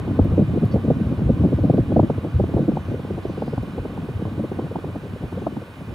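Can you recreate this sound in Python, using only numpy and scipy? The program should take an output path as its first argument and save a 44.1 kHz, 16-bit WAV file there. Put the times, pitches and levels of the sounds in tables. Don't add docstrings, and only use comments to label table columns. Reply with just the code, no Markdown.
import sys
import numpy as np
from scipy import signal
from scipy.fft import rfft, irfft
from scipy.io import wavfile
from scipy.ndimage import uniform_filter1d, minimum_filter1d

SR = 44100
rng = np.random.default_rng(int(sys.argv[2]) if len(sys.argv) > 2 else 0)


def linear_from_db(decibels):
    return 10 ** (np.asarray(decibels, float) / 20)


def waveform_to_disk(signal):
    frames = np.transpose(np.atleast_2d(signal))
    scaled = np.clip(frames, -1, 1) * 32767
    samples = np.round(scaled).astype(np.int16)
    wavfile.write(sys.argv[1], SR, samples)


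N = 261954

# time in seconds, strength in dB.
FLOW_DB = [(0, -24.5), (.38, -24), (.66, -25.5), (1.1, -25.5), (1.4, -23.5), (1.65, -23.5), (1.85, -25.5),
           (2.0, -22.5), (2.25, -35.5), (2.45, -27.5), (2.8, -31), (3.44, -34), (3.68, -34), (4.3, -32.5),
           (5.09, -36.5), (5.5, -34), (5.72, -44.5), (5.94, -36.5)]
USUAL_FLOW_DB = -30
# frequency in Hz, level in dB per Hz.
RUMBLE_DB = [(20, -54), (45, -5), (80, 1), (96, 10.5), (125, -3), (170, -29.5), (400, -110)]


def evened(x):
    return x / np.sqrt(np.mean(x ** 2) + 1e-20)


def read(points, hz, axis=1):
    columns = np.transpose(points)
    return np.interp(np.log(hz + 1), np.log(columns[0] + 1), columns[axis])


def coloured(x, points):
    hz = np.fft.rfftfreq(x.shape[-1], 1 / SR)
    return irfft(rfft(x) * linear_from_db(read(points, hz)), x.shape[-1])


def add(mix, start_s, sound):
    part = mix[..., max(round(start_s * SR), 0):][..., :sound.shape[-1]]
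    part += sound[..., :part.shape[-1]]


def wobble(hz):
    return evened(coloured(rng.standard_normal(N), [(0, -90), (2, 0), (hz, -3), (3 * hz, -40), (9 * hz, -120)]))


def flow_change_db(t_s):
    return np.interp(t_s, *np.transpose(FLOW_DB)) - USUAL_FLOW_DB


def burst(noise, shape, length_s, late_s=0):
    u = np.maximum(np.arange(len(noise)) / SR - late_s, 0) / length_s
    x = coloured(noise, shape) * u ** 2.96 * np.exp(-7.5 * u)
    return x / abs(x).max()


def stream():
    # frequency in Hz, level in dB per Hz.
    roar_db = [(50, -54), (110, -6.5), (150, -2.5), (220, -7), (300, -10), (420, -37), (900, -110)]
    flutter_db = [(100, -51.5), (250, -7.5), (330, -2.5), (500, -5), (800, -17.5), (1200, -50),
                  (2500, -110)]
    # level at the usual flow in dB, rise in dB per dB of flow.
    follow = [(-33, 0.76), (-29, 1.07), (-38, 0.75)]
    change_db = flow_change_db(np.arange(N) / SR)
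    gust = wobble(13.2)
    rumble = evened(coloured(rng.standard_normal(N), RUMBLE_DB) * linear_from_db(0.83 * gust))
    roar = evened(coloured(rng.standard_normal(N), roar_db) * linear_from_db(3.15 * gust + 1.2 * wobble(30)))
    flutter = evened(coloured(rng.standard_normal(N), flutter_db) * linear_from_db(4.2 * gust + 3.36 * wobble(64)))
    out = np.zeros(N)
    for noise, (usual_db, share) in zip((rumble, roar, flutter), follow):
        out += noise * linear_from_db(usual_db + share * change_db)
    return out


def pops():
    # time in seconds, peak in dB, sharp edge in dB.
    snap_rows = [(.251, -16.5, -22), (.758, -12, -13.5), (1.587, -16, -27), (2.18, -19.5, -12),
                 (2.245, -18, -11.5), (2.439, -12.5, -9.5), (2.77, -24, 7), (2.94, -17.5, -21),
                 (3.049, -21, -17), (3.177, -20, -10), (3.252, -14, -18), (3.376, -18, -14),
                 (3.42, -17, -3), (3.634, -19, -14), (3.78, -18, -9.5), (3.853, -18, -10),
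                 (4.441, -18, -28), (4.517, -17, -11), (4.589, -16.5, -4), (4.666, -28.5, -2),
                 (4.713, -21, -11), (5.323, -22, -9), (5.42, -22.5, -12), (5.524, -23.5, -23),
                 (.05, -26, -14), (1.534, -23.5, -28), (2.565, -14, -6), (4.785, -23, -9),
                 (5.164, -25, -11), (5.616, -29, -22)]
    knock_rows = [(0.077, -19, -13), (.194, -3, -8.5), (.376, -8, -28), (0.391, -10.5, -20),
                  (.576, -11, -36), (0.635, -18, -28), (.906, -7, -22), (1.523, -13.5, -30),
                  (1.637, -10.5, -40), (1.701, -6, -39), (1.78, -9.5, -12), (1.92, -13.5, -17),
                  (1.964, -5.5, -11), (1.994, -9.5, 0.5), (2.1, -14, -2), (2.397, -11.5, -4),
                  (2.579, -19.5, -5.5), (2.593, -11, -38), (2.683, -7.5, -39), (2.917, -18.5, -18),
                  (2.995, -21.5, -11), (3.104, -18.5, -23), (3.295, -19, -15), (3.479, -18.5, -9),
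                  (3.531, -19, -14), (4.089, -21, -12), (4.757, -18.5, 2.5), (4.844, -20, -5),
                  (5.375, -21.5, -32), (5.464, -18, 5.5)]
    shove_rows = [(0.419, -14, -24), (0.498, -29, -26), (0.551, -22.5, -25), (.74, -14, -18),
                  (.88, -13.5, -27), (0.999, -18.5, -15), (1.114, -24.5, -19), (1.217, -22, -25),
                  (1.294, -10.5, -20), (1.401, -19, -27), (1.439, -17.5, -29), (1.456, -18, -29),
                  (1.74, -13, -24), (1.901, -24, -21), (2.031, -14.5, -13), (2.538, -16, -13.5),
                  (2.637, -26.5, -25), (2.718, -20.5, -8.5), (2.886, -27.5, -10), (3.578, -20.5, -1),
                  (3.975, -29, 1.5), (4.219, -23, -15), (4.253, -23.5, -3), (4.38, -24.5, -25),
                  (4.396, -22, -29), (4.956, -31, 2), (5.565, -23.5, -4.5), (5.81, -30.5, -26),
                  (5.879, -32, -24)]
    # low push in dB, length in ms.
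    sizes = [(-7, 15.5), (1, 15.36), (8, 16.1)]
    # frequency in Hz, level in dB per Hz.
    body_db = [(80, -66), (200, 3), (330, 13.5), (550, 6), (800, -14.5), (1100, -64), (2500, -110)]
    sharp_db = [(200, -75), (500, -3), (750, 11), (1000, -6.5), (1300, -17), (1700, -53), (3000, -110)]
    shove_db = [(30, -66.5), (70, -41), (130, 21), (220, 18), (330, 10.5), (500, -36), (1200, -110)]
    out = np.zeros(N)
    for rows, (push_db, ms) in zip((snap_rows, knock_rows, shove_rows), sizes):
        for (s, db, edge_db), noise in zip(rows, rng.standard_normal((30, 3, 4096))):
            length_s = ms / 1000 * np.exp(0.16 * noise[0, 0])
            body = burst(noise[0], body_db, 1.18 * length_s)
            edge = burst(noise[1], sharp_db, 0.52 * length_s, 0.27 * length_s)
            push = burst(noise[2], shove_db, 2.22 * length_s)
            pop = body + linear_from_db(edge_db) * edge + linear_from_db(push_db - 2.5) * push
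            add(out, s - .005, linear_from_db(db) * pop)
    return out


def thumps():
    # middle in seconds, peak in dB, length in ms.
    slow_eddies = [(0.096, -22.5, 90), (0.206, -8, 52), (0.311, -13.5, 99), (0.404, -14, 86),
                   (0.494, -18, 55), (.656, -12, 46.5), (0.764, -17.5, 54), (.887, -22, 150),
                   (1.049, -19, 120), (1.186, -22, 45), (1.27, -9.5, 110), (1.414, -13.5, 68),
                   (1.552, -12, 58), (1.617, -12, 60), (1.742, -26, 60), (1.797, -13.5, 55),
                   (1.975, -15.5, 150), (2.185, -14.5, 66), (2.373, -8, 125), (2.555, -15.5, 44),
                   (2.787, -27, 60), (2.893, -27.5, 60), (3.161, -22.5, 75), (3.269, -25, 52),
                   (3.593, -17, 65), (3.794, -21, 85), (4.166, -17, 75), (4.394, -24, 90), (5.244, -19, 38),
                   (5.887, -23, 47)]
    out = np.zeros(N)
    for s, db, ms in slow_eddies:
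        length_s = np.clip(ms, 20, 160) / 1000
        add(out, s - .42 * length_s, linear_from_db(db) * burst(rng.standard_normal(16384), RUMBLE_DB, length_s))
    return out


def hiss():
    # frequency in Hz, level in dB per Hz.
    hiss_db = [(200, -9.5), (500, -8.5), (930, -11.5), (1300, -15), (2260, -20), (2700, -21), (3860, -26.5),
               (5000, -34), (6600, -38.5), (9000, -40), (11000, -38), (13000, -41), (15740, -43),
               (15800, -91.5)]
    # time in seconds, level in dB.
    slow_level = [(0, -54), (.4, -55), (1.5, -55.5), (2.5, -56), (3.5, -55.5), (4.5, -56), (5.2, -56.5),
                  (5.94, -57)]
    # frequency in Hz, width in Hz, height in dB.
    duct = [(1122, 210, 4.5), (1498, 99, 5.5), (2437, 39, 11), (3000, 83, 4), (3790, 140, 1)]
    frame_count, hz = N // 256 + 5, np.fft.rfftfreq(1024, 1 / SR)
    t_s = np.arange(frame_count) * 256 / SR
    a, b, c, d, patches = rng.standard_normal((frame_count, 513, 5)).T
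    patches = evened(uniform_filter1d(uniform_filter1d(patches, 10, 0), 12, 1))
    shape_db = read(hiss_db, hz)
    for f, width_hz, peak_db in duct:
        shape_db = shape_db + peak_db / (1 + (2 * (hz - f) / width_hz) ** 4)
    s, db = np.transpose(slow_level)
    drift_db = np.interp(t_s, s, db - db.mean())
    stirred = 0.29 / (1 + (hz / 950) ** 4)
    street = 1 / (1 + (hz / 4500) ** 4)
    moving_db = np.outer(street, drift_db) + np.outer(stirred, flow_change_db(t_s))
    z = np.array([a + 1j * b, c + 1j * d]) * linear_from_db(shape_db[:, None] + 0.52 * patches + moving_db)
    noise = signal.istft(z, nperseg=1024, noverlap=768)[1][:, :N]
    return evened(noise) * linear_from_db(db.mean() + 13.5)


def horns():
    # start in seconds, end in seconds, strongest partial in dB,
    # fall in dB per partial below it, fall in dB per partial above it.
    honks = [(.648, .668, -67, 25, 22), (0.708, .747, -60, 26, 6), (2.424, 2.52, -82, 15, 12),
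             (2.734, 2.9, -80, 23, 14), (2.88, 2.98, -80, 19, 13), (3.265, 3.34, -75, 17, 17),
             (3.218, 3.605, -73.5, 1, 7), (3.38, 3.532, -73, 19, 10), (3.62, 3.76, -79, 12, 12),
             (5.39, 5.47, -78, 8, 11)]
    # pitch in Hz, number of the strongest partial.
    reeds = [(733, 6), (757.5, 6), (306.8, 20), (306.8, 20), (599, 10), (597.6, 10), (597.6, 8), (539, 9),
             (572, 9), (610, 10)]
    out = np.zeros(N)
    offset = np.arange(-1, 3)
    for (start_s, end_s, db, below_db, above_db), (hz, top) in zip(honks, reeds):
        t, k = np.arange(0, end_s - start_s, 1 / SR), top + offset[:, None]
        partials_db = db + 8 - abs(offset) * np.where(offset < 0, below_db, above_db)
        tone = linear_from_db(partials_db) @ np.sin(2 * np.pi * (k * hz * t + rng.random(k.shape)))
        add(out, start_s, tone * signal.windows.tukey(len(t), min(0.015 / (end_s - start_s), 1)))
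    return out


def whine():
    return linear_from_db(-85) * np.sin(2 * np.pi * 5846 * np.arange(N) / SR)


def tones():
    return (horns() + whine()) * linear_from_db(1.8 * wobble(90))


def ticks():
    # time in seconds, peak in dB.
    trim = [(0.2464, -48), (0.6534, -47), (1.4844, -54), (3.6287, -51)]
    bright_db = [(2000, -28), (7000, -9), (12000, 7), (15700, 5.5), (15800, -80)]
    out = np.zeros(N)
    for s, db in trim:
        add(out, s - .001, linear_from_db(db + 2.0) * burst(rng.standard_normal(1024), bright_db, 0.0047))
    return out


def ports(air, stray):
    # frequency in Hz, likeness 0-1, lag of the right in radians, left over right in dB.
    port_pair = [(60, .995, .1, .1), (170, .98, .2, .3), (860, .94, .19, 0), (1500, .67, -.1, -.7),
                 (2240, .12, -2, -3.5), (2900, .3, -4.6, -5.4), (3600, .8, -5.9, -.8),
                 (5300, .87, -5.65, 0), (7400, 1, -6.27, 0), (9300, 1, -6.27, 0), (11600, .97, -5.7, 0),
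                 (12650, 1, -3.14, 0), (13600, .97, -.6, 0), (14100, .98, -.06, 0), (15700, .8, -.5, 0)]
    hz = np.fft.rfftfreq(N, 1 / SR)
    same = np.clip(read(port_pair, hz), 0, 1)
    lag_rad = read(port_pair, hz, axis=2)
    tilt = linear_from_db(read(port_pair, hz, axis=3) / 2)
    left = rfft(air)
    right = same * np.exp(-1j * lag_rad) * left + np.sqrt(1 - same ** 2) * rfft(stray)
    return irfft(np.array([left * tilt, right / tilt]), N)


def scene():
    air, other, fan = stream() + pops(), stream() + pops(), hiss()
    return ports(air + thumps() + fan[0] + tones() + ticks(), 1.17 * other + fan[1])


def band_limit(x):
    return signal.sosfilt(signal.butter(12, 15770, fs=SR, output="sos"), x)


def record(dry):
    thin = signal.sosfilt(signal.butter(4, 43, "high", fs=SR, output="sos"), dry)
    peak = -minimum_filter1d(-abs(thin).max(0), size=800)
    held = thin * uniform_filter1d(np.minimum(.8 / peak, 1), size=800)
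    return band_limit(held)


dry = scene()
out = record(dry)
waveform_to_disk(out)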